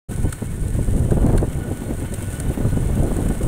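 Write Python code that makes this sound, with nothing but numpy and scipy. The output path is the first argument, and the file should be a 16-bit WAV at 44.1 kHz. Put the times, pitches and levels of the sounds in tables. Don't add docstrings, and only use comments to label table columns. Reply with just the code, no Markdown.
import sys
import numpy as np
from scipy import signal
from scipy.fft import rfft, irfft
from scipy.io import wavfile
from scipy.ndimage import map_coordinates

SR = 44100
rng = np.random.default_rng(int(sys.argv[2]) if len(sys.argv) > 2 else 0)


def put_to_file(sound):
    columns = np.atleast_2d(sound).T
    safe = np.clip(columns, -1, 1)
    whole_steps = np.round(safe * 32767)
    wavfile.write(sys.argv[1], SR, whole_steps.astype(np.int16))


N = 153027

# time in seconds, level in dB before BUFFET_TRIM_DB.
GUST_LEVEL = [(.1, -29), (.19, -21.5), (.265, -17.5), (.31, -33), (.385, -34), (.42, -27), (.52, -25.5),
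              (.58, -30), (.62, -21.5), (.68, -30), (.8, -18), (.84, -24), (.91, -20), (1.2, -18.5),
              (1.25, -19), (1.42, -16.5), (1.47, -27), (1.55, -24.5), (1.59, -24), (1.63, -33), (1.7, -25),
              (1.76, -30.5), (2.12, -26.5), (2.45, -29.5), (2.5, -18), (2.56, -34), (2.65, -18.5),
              (2.72, -20), (2.79, -18), (2.93, -20), (3.05, -18), (3.09, -25.5), (3.13, -20), (3.2, -24.5),
              (3.25, -18.5), (3.35, -21.5), (3.47, -20.5)]
# frequency in Hz, relative level in dB per Hz.
BUFFET_SPECTRUM = [(10, -8.5), (24, 0), (42, 0.5), (80, -3.5), (130, -3.5), (220, -13), (400, -26),
                   (800, -55), (3000, -94)]
# frequency in Hz, relative level in dB per Hz.
EDDY_SPECTRUM = [(50, -20), (130, -5), (260, 2.5), (500, -4.5), (700, -11.5), (950, -20), (1350, -27.5),
                 (2200, -39.5), (4000, -68), (8000, -95)]
# time in seconds, level in dB before the change of treble.
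EDDY_LEVEL = [(.1, -38), (.25, -35.5), (.32, -43), (.56, -43.5), (.8, -36.5), (.87, -32.5), (.95, -32),
              (1.22, -26.5), (1.34, -22.5), (1.42, -24.5), (1.5, -34.5), (1.87, -31.5), (1.98, -36.5),
              (2.03, -30), (2.08, -38), (2.2, -33.5), (2.33, -37.5), (2.48, -32.5), (2.55, -35.5),
              (2.63, -29.5), (2.9, -29.5), (3.0, -29.5), (3.08, -26.5), (3.17, -28), (3.28, -28),
              (3.37, -27.5), (3.47, -28.5)]
# start in seconds, level in dB before SLAP_TRIM_DB, decay to 1/e in seconds.
SLAPS = [(0.109, -22.5, 0.011), (.174, -24, 0.0074), (.24, -21.5, 0.023), (.419, -20, 0.011),
         (0.631, -27, 0.013), (.748, -21.5, 0.0098), (0.788, -16, 0.0097), (0.976, -24, 0.035),
         (1.117, -14.5, 0.014), (1.167, -12, 0.017), (1.242, -19.5, 0.015), (1.3, -18, 0.0096),
         (1.333, -13.5, 0.012), (1.427, -10.5, 0.007), (1.583, -23, 0.01), (1.712, -22, 0.015),
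         (1.817, -24.5, 0.036), (1.906, -21, 0.012), (2.021, -24.5, 0.013), (2.123, -20, .014),
         (2.498, -20, 0.013), (2.572, -19, 0.0079), (2.6, -17.5, 0.02), (2.648, -18.5, 0.0089),
         (2.786, -31, .009), (2.972, -24, 0.0081), (3.023, -19, 0.044), (3.186, -17.5, 0.0094),
         (3.255, -19, 0.013)]
# frequency in Hz, relative level in dB per Hz.
SLAP_SPECTRUM = [(40, -4.5), (130, -2.5), (250, 2), (480, -7.5), (700, -15), (1100, -26), (2200, -50),
                 (4000, -75), (8000, -95)]
# frequency in Hz, relative level in dB per Hz.
SIZZLE_SPECTRUM = [(2000, -12), (3600, -11.5), (4800, -17), (5500, -16.5), (6300, -10.5), (7400, -6.5),
                   (8700, 2.5), (9800, -1.5), (11000, -11), (12500, -15), (15500, -15.5)]
# time in seconds, level in dB relative to SIZZLE_DB.
SIZZLE_LEVEL = [(.1, 2), (.55, -1.5), (.92, 3), (1.17, -1), (1.7, -1.5), (2.1, 0), (2.33, 3), (2.52, -1),
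                (2.83, 2.5), (2.91, 0), (3.1, 3), (3.47, 0)]
# start in seconds, level in dB before TICK_TRIM_DB, length to 1/e
# in seconds, knock of the bracket in dB relative to the tick, centre of a faint added ring in Hz.
TICKS = [(0.3242, -27.5, 0.01, -4.5, 8900), (.6807, -33.5, 0.0055, -30, 8800),
         (0.829, -34, .0025, -20, 8300), (1.106, -33.5, 0.0083, -2, 8700), (1.264, -30, 0.003, -25, 8900),
         (1.3766, -28.5, .0075, 1.5, 8950), (1.772, -35, 0.0043, -20, 9000),
         (2.138, -27.5, 0.0075, -17, 7950), (2.317, -36, 0.0033, -21, 7800),
         (2.33, -31.5, 0.0041, -19, 8700), (2.3995, -22.5, 0.0044, -8, 8800),
         (3.165, -30.5, 0.0039, -26, 8700), (3.285, -32.5, 0.0069, -6, 8700),
         (3.429, -31, 0.011, -5.5, 9300)]
# frequency in Hz, relative level in dB per Hz.
ROLL_SPECTRUM = [(150, 4), (420, 3), (750, 0), (1200, -3.5), (1700, -3.5), (2450, -9.5), (3500, -12.5),
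                 (4700, -23.5), (7000, -15)]
# time in seconds, relative level in dB.
ROLL_LEVEL = [(.1, 3), (.55, -0.5), (1.0, 0), (1.6, 1.5), (2.1, 3.5), (2.7, 4.5), (3.47, 2)]
# frequency in Hz, nominal width in Hz, relative level in dB before any flicker.
CASING_MODES = [(1482.4, 24, 12), (1790, 20, 8.5), (1956, 23, 3), (2182, 65, 3.5), (2710, 99, -3.5),
                (3021, 38, 3.5), (3655, 110, -8.5), (4180, 120, -6)]
# time in seconds, rate in firings per second.
FIRING_RATE = [(.1, 21.0), (.5, 20.5), (1.0, 19.9), (2.0, 19.8), (3.47, 19.7)]
# frequency in Hz, width in Hz, relative level in dB.
PIPE_MODES = [(41, 2.5, -9), (99.4, 10.5, 15), (129, 77, 3), (272, 140, -10)]

BUFFET_TRIM_DB, BUFFET_FLUTTER_DB, EDDY_FLUTTER_DB, FLUTTER_HZ = 2, 2.5, 4.5, 70.26
EDDY_GROWTH, EDDY_BRIGHT_HZ, EDDY_BRIGHT_DB = 1.6, 730, -31.5
SLAP_TRIM_DB, SLAP_RISE_S, SLAP_RAGGED_DB, SLAP_RAGGED_HZ = 0.5, 0.0027, 2.5, 161.4
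WHINE_HZ, WHINE_DB, WHINE_WAVER, WHINE_FLUTTER_DB = 1465, -58.5, 0.0106, 3.5
ROLL_DB, ROLL_FLUTTER_DB = -44, 2.0
CASING_DB, CLATTER_DECAY_S, CLATTER_FLOOR = -52.5, 0.013, 0.42
CASING_FLICKER_DB, CASING_FLICKER_HZ, CASING_WAVER, CASING_WAVER_HZ = 5, 21.99, 0.01096, 24.1
SIZZLE_DB, SIZZLE_GRAINS_PER_S, SIZZLE_SCATTER_DB, SIZZLE_GRAIN_SHARE = -44, 900, 8, 0.25
SIZZLE_THROB, SIZZLE_FLUTTER_DB = 0.061, 1.66
TICK_TRIM_DB, TICK_CONTACTS_PER_S, TICK_GRAIN_SHARE, TICK_RISE_S = -0.5, 670, 0.23, 0.00061
TICK_RING_WIDTH_HZ, TICK_RING_DB, TICK_CASING_DB = 770, -14.5, -10.5
KNOCK_HZ, KNOCK_WIDTH_HZ, KNOCK_LAG_S, KNOCK_DECAY_S = 1440, 130, 0.0034, 0.0058
EXHAUST_DB, FIRING_SCATTER_DB, FIRING_JITTER_S = -35.5, 4.5, 0.00023
START_S, FADE_S, CEILING, TOP_HZ = 0.085, 0.016, 0.73, 15600


def undb(db):
    return 10 ** (np.asarray(db) / 20)


def unit(x):
    return x / np.sqrt(np.mean(x ** 2))


def curve(rows):
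    return np.interp(np.arange(N) / SR, *np.array(rows, float).T)


def noise():
    return rng.standard_normal(N)


def colour(x, points):
    hz, db = np.array(points, float).T
    f = np.maximum(np.arange(N // 2 + 1) * SR / N, 1)
    gain = undb(np.interp(np.log(f), np.log(hz), db))
    return unit(irfft(rfft(x) * gain, N))


def resonate(x, hz, width):
    return signal.lfilter(*signal.iirpeak(hz, hz / width, fs=SR), x)


def resonate_twice(x, hz, width):
    return resonate(resonate(x, hz, 2 * width), hz, 2 * width)


def walk(rate):
    steps = rng.standard_normal(4000)
    return unit(map_coordinates(steps, [np.arange(N) / SR * rate], order=2, mode="wrap"))


def waver(x, depth, rate):
    position = np.arange(N) + np.cumsum(depth * walk(rate))
    return map_coordinates(x, [position], order=3, mode="mirror")


def mix_grains(grains, share):
    return np.sqrt(share) * unit(grains) + np.sqrt(1 - share) * noise()


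def wind():
    flutter = np.tanh(walk(FLUTTER_HZ) / 2) * 2
    buffet = colour(noise() * undb(BUFFET_FLUTTER_DB * flutter), BUFFET_SPECTRUM)
    eddies = colour(noise() * undb(EDDY_FLUTTER_DB * flutter), EDDY_SPECTRUM)
    low_pass = signal.butter(2, EDDY_BRIGHT_HZ, fs=SR, output="sos")
    body = signal.sosfiltfilt(low_pass, eddies)
    treble = eddies - body
    roar_db = curve(EDDY_LEVEL)
    treble_gain = undb(roar_db - EDDY_BRIGHT_DB) ** (EDDY_GROWTH - 1)
    roar = undb(roar_db) * (body + treble_gain * treble)
    return undb(BUFFET_TRIM_DB + curve(GUST_LEVEL)) * buffet + roar


def slaps():
    t = np.arange(N) / SR
    push = np.zeros(N)
    for start, db, decay in SLAPS:
        rise = np.clip((t - start) / SLAP_RISE_S, 0, 1)
        tail = np.exp(-np.maximum(t - start - SLAP_RISE_S, 0) / decay)
        push += undb(db) * rise * tail
    ragged = noise() * undb(SLAP_RAGGED_DB * np.tanh(walk(SLAP_RAGGED_HZ)))
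    return undb(SLAP_TRIM_DB) * push * colour(ragged, SLAP_SPECTRUM)


def whine():
    hz = WHINE_HZ * (1 + WHINE_WAVER * walk(40))
    tone = np.sin(2 * np.pi * np.cumsum(hz) / SR)
    fluttering = unit(tone * undb(WHINE_FLUTTER_DB * walk(35.32)))
    return undb(WHINE_DB + curve(ROLL_LEVEL)) * fluttering


def sizzle(cycles):
    struck = rng.random(N) < SIZZLE_GRAINS_PER_S / SR
    strength = undb(SIZZLE_SCATTER_DB * np.minimum(rng.exponential(size=N), 4))
    contacts = mix_grains(struck * np.sign(noise()) * strength, SIZZLE_GRAIN_SHARE)
    throb = 1 + SIZZLE_THROB * np.cos(2 * np.pi * 5 * cycles)
    moving = contacts * throb * undb(SIZZLE_FLUTTER_DB * walk(110))
    return colour(moving, SIZZLE_SPECTRUM) * undb(SIZZLE_DB + curve(SIZZLE_LEVEL))


def ticks():
    t = np.arange(N) / SR
    contacts = unit((rng.random(N) < TICK_CONTACTS_PER_S / SR) * np.sign(noise()))
    chatter = colour(mix_grains(contacts, TICK_GRAIN_SHARE), SIZZLE_SPECTRUM)
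    bracket = unit(resonate_twice(noise(), KNOCK_HZ, KNOCK_WIDTH_HZ))
    casing = unit(sum(resonate(contacts, hz, width) for hz, width, _ in CASING_MODES))
    dull = unit(bracket + undb(TICK_CASING_DB) * casing)

    def fade(start, decay):
        return np.clip((t - start) / TICK_RISE_S, 0, 1) * np.exp(-((t - start) / decay) ** 2)

    total = np.zeros(N)
    for start, db, length, knock_db, ring_hz in TICKS:
        ring = undb(TICK_RING_DB) * resonate(chatter, ring_hz, TICK_RING_WIDTH_HZ)
        tick = unit(chatter + ring) * fade(start, length)
        knock = undb(knock_db) * dull * fade(start + KNOCK_LAG_S, KNOCK_DECAY_S)
        total += undb(db) * (tick + knock)
    return undb(TICK_TRIM_DB) * total


def machinery(cycles):
    since_turn_s = (2 * cycles % 1) / (2 * curve(FIRING_RATE))
    clatter = noise() * (CLATTER_FLOOR + np.exp(-since_turn_s / CLATTER_DECAY_S))
    rings = np.zeros(N)
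    for hz, width, db in CASING_MODES:
        flicker_db = CASING_FLICKER_DB * np.tanh(walk(CASING_FLICKER_HZ))
        rings += undb(db + flicker_db) * resonate_twice(clatter, hz, width)
    casing = unit(waver(rings, CASING_WAVER, CASING_WAVER_HZ))
    roll = colour(noise(), ROLL_SPECTRUM) * undb(ROLL_FLUTTER_DB * walk(60))
    return (undb(CASING_DB) * casing + undb(ROLL_DB) * roll) * undb(curve(ROLL_LEVEL))


def exhaust(cycles):
    at = np.flatnonzero(np.diff(np.floor(cycles)))
    chance = rng.standard_normal((len(at), 2))
    shift = (chance[:, 0] * FIRING_JITTER_S * SR).astype(int)
    puffs = np.zeros(N)
    puffs[np.clip(at + shift, 0, N - 1)] = undb(FIRING_SCATTER_DB * chance[:, 1])
    pipe = sum(undb(db) * resonate(puffs, hz, width) for hz, width, db in PIPE_MODES)
    low_pass = signal.butter(2, 450, fs=SR, output="sos")
    return undb(EXHAUST_DB) * unit(signal.sosfilt(low_pass, pipe))


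def scene():
    cycles = np.cumsum(curve(FIRING_RATE)) / SR
    background = wind() + slaps()
    running_gear = whine() + sizzle(cycles) + ticks()
    engine = machinery(cycles) + exhaust(cycles)
    return (background + running_gear + engine)[None]


def record(dry):
    opened = np.clip((np.arange(N) / SR - START_S) / FADE_S, 0, 1)
    rounded = CEILING * np.tanh(dry * opened / CEILING)
    low_pass = signal.ellip(10, .2, 80, TOP_HZ, fs=SR, output="sos")
    return signal.sosfilt(low_pass, rounded)


dry = scene()
out = record(dry)
put_to_file(out)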